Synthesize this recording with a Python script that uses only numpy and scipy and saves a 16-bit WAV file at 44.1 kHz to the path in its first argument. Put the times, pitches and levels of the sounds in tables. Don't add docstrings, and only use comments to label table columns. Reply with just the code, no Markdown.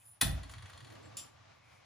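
import sys
import numpy as np
from scipy import signal
from scipy.fft import rfft, irfft
from scipy.io import wavfile
from scipy.ndimage import uniform_filter1d

SR = 44100
rng = np.random.default_rng(int(sys.argv[2]) if len(sys.argv) > 2 else 0)


def persist_wave(psi):
    counts = np.round(np.clip(psi, -1, 1) * 32767).astype(np.int16)
    wavfile.write(sys.argv[1], SR, np.atleast_2d(counts).T)


def gain_from_decibels(decibels):
    exponent = np.asarray(decibels, float) / 20
    return 10 ** exponent


N = 81585
T = np.arange(N) / SR

# frequency [Hz], density [dB per Hz].
AIR_COLOUR = [(30, -39), (100, -1.5), (230, -18), (400, -13), (800, -14.5), (2170, -19.5), (6000, -28),
              (9000, -40), (14000, -58.5)]
AIR_DB, HUM_HZ, HUM_WIDTH_HZ, HUM_DB = -65.5, 106.4, 44, -71.5
# time [s], gain [dB].
REDUCER_GAIN = [(0, -5), (.2, -6.5), (.3, 13.5), (.5, 4.5), (.9, 6.5), (1.18, 5), (1.3, 2), (1.85, 0)]

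RUSTLE_S = [.01, .1, .7, 1.56, 1.73, 1.02, 1.06, .52, .93, .61, .77, .9, 1.08, 1.15, .018, 1.0, .46, 1.7,
            .08, .76]
# length [s], level [dB], centre [Hz], width [octaves].
RUSTLE_SHAPE = [(0.11, -66, 9400, 0.47), (0.039, -70, 9870, 0.42), (0.55, -76.5, 8900, 0.72),
                (0.036, -85, 11000, .5), (0.089, -77, 8800, 0.62), (0.24, -59, 350, 1),
                (0.028, -68.5, 7560, 0.021), (.012, -58, 7100, 1), (0.017, -75, 13000, 0.28),
                (0.065, -53, 104, 0.32), (0.059, -53, 94, 0.1), (0.11, -54, 104, 0.32),
                (0.041, -57, 100, 0.32), (0.038, -58.5, 113.4, 0.12), (0.017, -73, 2470, 0.51),
                (0.57, -70.5, 1160, 0.045), (0.023, -52, 120, 0.13), (0.15, -70.5, 2220, 0.2),
                (0.034, -68.5, 110, .3), (0.13, -67, 62, 0.44)]

# frequency [Hz], level [dB].
FLIGHT_MODES = [(5028, -95), (7246, -91), (9830, -69.5), (9938, -76), (10374, -87), (12635, -80),
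                (13017, -87), (15590, -86)]
FLIGHT_S, FLIGHT_RISE_S, FLIGHT_FALL_S, FLIGHT_DB = 0.077, 0.027, 0.062, 15

# frequency [Hz], t60 [s].
ROOM_T60 = [(200, 1), (1000, 0.34), (3000, 0.35), (8000, 0.25), (14500, 0.27), (15800, 0.065)]
ROOM_DB, ROOM_GAP_S = -6, 0.0021

STAB_S = [.2095, .212, .2133, .2148, .2168, .219, .2222, .2295, .244, .252, .265]
STAB_DB = [-31, -13, -16, -19, -17.5, -15, -19, -24, -25.5, -37.5, -40.5]
# frequency [Hz], level [dB].
CRACK_COLOUR = [(500, -26.5), (1500, -16.5), (3500, -4.5), (6500, -12.5), (10000, -1), (12000, -11.5),
                (15500, -9)]
# frequency [Hz], level [dB].
WOOD_COLOUR = [(150, -7), (300, -3.5), (500, -14.5), (800, -8), (1200, -17), (1800, -12.5), (2400, -25)]
WOOD_LATE_S, WOOD_RISE_S = 0.003, 0.0069
# frequency [Hz], level [dB], t60 [s].
BLOCK_MODES = [(796, -14.5, 0.03), (1111.5, -9, 0.035), (1830, -10.5, 0.025), (1924, -15.5, 0.042),
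               (2592, -11, 0.03), (3490, -20, 0.04), (3500, -9, 0.07), (4161, -16.5, 0.09),
               (5940, -23.5, .07), (6650, -21, .05), (9530, -17.5, 0.11), (9400, -14, 0.052),
               (9970, -9.5, 0.0346), (10710, -11.5, .05)]
BLOCK_DB = -32.5

# start [s], level [dB].
EDGE = [
    (.2115, -24),
    (.6965, -58),
    (1.169, -41),
]
# frequency [Hz], level [dB].
EDGE_COLOUR = [(6000, -30), (12000, -5), (15000, 1), (16000, 24)]

# frequency [Hz], level [dB], swell [s], t60 [s].
BOOM_MODES = [(38.18, -59, .02, 0.43), (55.7, -34.5, 0.021, 0.63), (75.44, -40.5, 0.041, 0.61),
              (96.4, -39, 0.0091, 0.76), (116.5, -42.5, 0.03, 0.3), (145.5, -39.5, 0.024, 0.46),
              (172, -43, 0.018, 0.35), (216.3, -43, 0.011, 0.207), (286, -47, 0.005, 0.1)]
BOOM_S = 0.214
BOOM_HOLD = 3.35

# start [s], level [dB].
KNOCK = [
    (.232, -51),
    (.258, -39),
    (.308, -49),
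    (.365, -51),
    (.44, -59),
]
# frequency [Hz], level [dB], t60 [s].
KNOCK_MODES = [(565, -8, .07), (615, -2, .06), (645, 0, .07), (720, -8, .05)]
# frequency [Hz], level [dB].
KNOCK_SOFT = [(400, -35), (540, 0), (760, 0), (1000, -35)]

# start [s], level [dB], brightness [dB].
CHATTER = [(0.4315, -43, -16), (0.4943, -43, -18), (0.5353, -42, -19), (0.5801, -45, -24),
           (0.6221, -45, -19), (0.656, -44, -23), (0.6969, -44, -19), (0.7313, -44, -25),
           (0.7742, -45, -20), (0.8031, -46, -23), (0.8455, -48, -19), (0.869, -50, -20),
           (0.9004, -48, -21), (0.9219, -51, -19), (0.9518, -52, -21), (1.0271, -55, -20),
           (1.0551, -54, -22)]
# frequency [Hz], level [dB].
CHATTER_BODY = [(500, -23), (1160, -0.5), (2000, 1.5), (3100, 0.5), (4300, -1), (5500, -6), (7300, -3),
                (8200, -31.5)]
# frequency [Hz], level [dB].
CHATTER_TOP = [(7000, -11), (9200, 6.5), (11000, -9), (16000, -21)]
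# frequency [Hz], level [dB], t60 [s].
LOOSE_MODES = [(1138, -4, 0.054), (1530, -0.5, 0.018), (1926, 2, 0.02), (2470, 1, 0.014),
               (3350, -2.5, 0.034), (3625, -1, 0.029), (4310, -2, 0.036), (4600, -3.5, .02),
               (7350, -12.5, 0.033), (9130, -7, 0.051)]
TAP_T60_S, TAP_RISE_S = 0.035, 0.003

# start [s], level [dB].
SNAP = [(1.1685, -32), (1.170, -32.5), (1.1755, -38.5), (1.178, -35), (1.184, -40), (1.188, -34),
        (1.195, -33.5), (1.204, -51), (1.212, -45)]
# frequency [Hz], level [dB].
SNAP_COLOUR = [(2000, -34), (2600, -7), (3200, -9), (4300, -16.5), (5400, -3), (6500, -13.5), (7400, -2.5),
               (10200, -6), (16000, -17)]
# frequency [Hz], level [dB], t60 [s].
STEEL_MODES = [(3127, -12, 0.056), (3540, -18.5, 0.027), (5070, -12.5, 0.036), (5920, -15, 0.033),
               (6900, -12.5, .03), (7360, -1, 0.036), (7640, -6, 0.026), (9980, -8.5, 0.038),
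               (10480, -6, .03), (10900, -20, 0.023), (12610, -14, .04), (13110, -18, 0.031),
               (14190, -23, .05)]

# frequency [Hz], level [dB].
APART = [(40, -50), (200, -15), (480, -13), (800, -2.5), (2500, -4), (7000, -2), (9500, -8), (16000, -6)]
# frequency [Hz], level difference [dB].
BALANCE = [(90, 0), (220, -3.5), (400, -1.5), (800, 0), (1500, 0), (2500, 3), (5000, 2.5), (7000, 0)]
# frequency [Hz], gain [dB].
TREBLE_END = [(15000, 0), (15700, -24), (16900, -32), (17200, -80)]
# frequency [Hz], phase lead [rad].
LEAD = [(50, 0), (340, -2.4), (520, -4.4), (1200, -6.3), (3000, -5.7), (7000, -6.4), (9730, -12.1),
        (10900, -13.6), (11600, -15.6), (12400, -15.8), (13200, -18.4), (14800, -19.5), (15700, -22),
            (16100, -25.2)]


def curve(table, hz):
    points = np.array(table)
    return np.interp(np.log(hz + 1), np.log(points[:, 0]), points[:, 1])


def colour(x, table):
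    gain = gain_from_decibels(curve(table, np.fft.rfftfreq(N, 1 / SR)))
    return irfft(rfft(x) * gain, N)


def unit(x):
    return x / np.sqrt(np.mean(x ** 2))


def fade(s, t60):
    return (T >= s) * np.exp(-np.log(1000) * np.maximum(T - s, 0) / t60)


def walk(rate):
    k = int(SR / rate)
    return unit(uniform_filter1d(uniform_filter1d(rng.standard_normal(N), k), k))


def ring(x, modes, flutter_db=-0.5):
    t = T[:SR // 2]
    loose = np.minimum(t / 0.0084, 1)
    response = 0
    for hz, db, t60 in modes:
        level = gain_from_decibels(db + flutter_db * loose * walk(64)[:len(t)])
        tone = np.sin(2 * np.pi * hz * t + 0.87 * walk(60)[:len(t)])
        response = response + level * tone * np.exp(-np.log(1000) * t / min(t60, 0.4))
    return signal.fftconvolve(x, response)[:N]


def bursts(rows, t60, grit_db, rise=0.00007):
    noise = rng.standard_normal(N) * gain_from_decibels(grit_db * rng.standard_normal(N))
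    envelope = sum(gain_from_decibels(r[1]) * fade(r[0], t60) * np.clip((T - r[0]) / rise, 0, 1) for r in rows)
    return unit(noise) * envelope


def air():
    bed = np.array([unit(colour(rng.standard_normal(N), AIR_COLOUR)) for _ in range(2)])
    bed = bed * gain_from_decibels(AIR_DB + 1.6 * walk(21))
    hz = np.fft.rfftfreq(N, 1 / SR)
    resonance = 1 + ((hz - HUM_HZ) / HUM_WIDTH_HZ * 2) ** 2
    hum = unit(irfft(rfft(rng.standard_normal(N)) / resonance, N))
    opening = np.interp(T, *np.array(REDUCER_GAIN).T)
    bed[0] += hum * gain_from_decibels(HUM_DB - 0.28 * opening)
    return bed * gain_from_decibels(opening)


def rustle():
    octave = np.log2(np.fft.rfftfreq(N, 1 / SR) + 1)
    total = 0
    for s, (length, db, hz, wide) in zip(RUSTLE_S, RUSTLE_SHAPE):
        envelope = gain_from_decibels(db + 0.5 * walk(33)) * np.exp(-((T - s) / length) ** 2)
        band = np.exp(-((octave - np.log2(hz)) / wide) ** 2)
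        total = total + envelope * unit(irfft(rfft(rng.standard_normal(N)) * band, N))
    return total


def flight():
    d = T - FLIGHT_S
    envelope = np.exp(-(d / np.where(d < 0, FLIGHT_RISE_S, FLIGHT_FALL_S)) ** 2)
    total = 0
    for hz, db in FLIGHT_MODES:
        level = gain_from_decibels(db + FLIGHT_DB + 4.5 * walk(90))
        total = total + level * np.sin(2 * np.pi * hz * T + 0.17 * walk(151))
    return envelope * total


def room(x):
    hz, t, spec = signal.stft(rng.standard_normal((2, SR)), SR, nperseg=256)
    t60 = np.maximum(curve(ROOM_T60, hz), 0.05)[:, None]
    tails = signal.istft(spec * np.exp(-np.log(1000) * t / t60), SR, nperseg=256)[1]
    tails = tails * np.clip(np.arange(tails.shape[1]) / SR / ROOM_GAP_S - 1, 0, 1)
    return signal.fftconvolve(x[None], tails / np.sqrt(np.sum(tails[0] ** 2)), axes=1)[:, :N]


def stab():
    cracks = bursts(zip(STAB_S, STAB_DB), 0.016, 0.45, 0.00039)
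    late = [(s + WOOD_LATE_S, db) for s, db in zip(STAB_S, STAB_DB)]
    wood = bursts(late, 0.046, 1.2, WOOD_RISE_S)
    split = colour(cracks, CRACK_COLOUR) + gain_from_decibels(-1.0) * colour(wood, WOOD_COLOUR)
    return split * (T >= STAB_S[0]) + gain_from_decibels(BLOCK_DB) * ring(cracks, BLOCK_MODES)


def edges():
    return colour(bursts(EDGE, 0.012, 1.5), EDGE_COLOUR)


def boom():
    d = np.maximum(T - BOOM_S, 0)
    total = 0
    for hz, db, rise, t60 in BOOM_MODES:
        fall_db = 60 * np.maximum(d - BOOM_HOLD * rise, 0) / t60
        level = gain_from_decibels(db - fall_db + 2.0 * walk(14)) * (1 - np.exp(-(d / rise) ** 2))
        total = total + level * np.sin(2 * np.pi * hz * d + 0.91 * walk(12))
    return total


def knock():
    blows = np.diff(sum(gain_from_decibels(db) * (T >= s) for s, db in KNOCK), prepend=0)
    return colour(ring(blows, KNOCK_MODES, 1.8), KNOCK_SOFT)


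def chatter():
    taps = bursts(CHATTER, TAP_T60_S, 0.82, TAP_RISE_S)
    top = bursts([(s, db + bright) for s, db, bright in CHATTER], 0.052, 1.2, 0.001)
    noise = gain_from_decibels(1.0) * colour(taps, CHATTER_BODY) + gain_from_decibels(11.5) * colour(top, CHATTER_TOP)
    return noise + gain_from_decibels(-28.0) * ring(taps, LOOSE_MODES)


def snap():
    clicks = gain_from_decibels(-1.5) * bursts(SNAP, 0.032, 0.8, 0.00054)
    return colour(clicks, SNAP_COLOUR) + gain_from_decibels(-28.5) * ring(clicks, STEEL_MODES)


def scene():
    far = stab() + knock() + chatter()
    near = snap() + flight()
    wet = gain_from_decibels(ROOM_DB) * room(far + near) + air()
    mid = far + near + boom() + rustle() + edges() + wet[0]
    apart = colour(wet[1], APART)
    return np.array([mid + apart, mid - apart])


def low_pass(x):
    return signal.sosfilt(signal.butter(12, 17100, fs=SR, output="sos"), x)


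def record(dry):
    hz = np.fft.rfftfreq(N, 1 / SR)
    half = np.array([[0.5], [-0.5]])
    lead = np.interp(hz, *np.array(LEAD).T)
    ports = gain_from_decibels(half * curve(BALANCE, hz) + curve(TREBLE_END, hz)) * np.exp(1j * half * lead)
    mix = irfft(rfft(dry) * ports, N)
    return low_pass(mix)


dry = scene()
out = record(dry)
persist_wave(out)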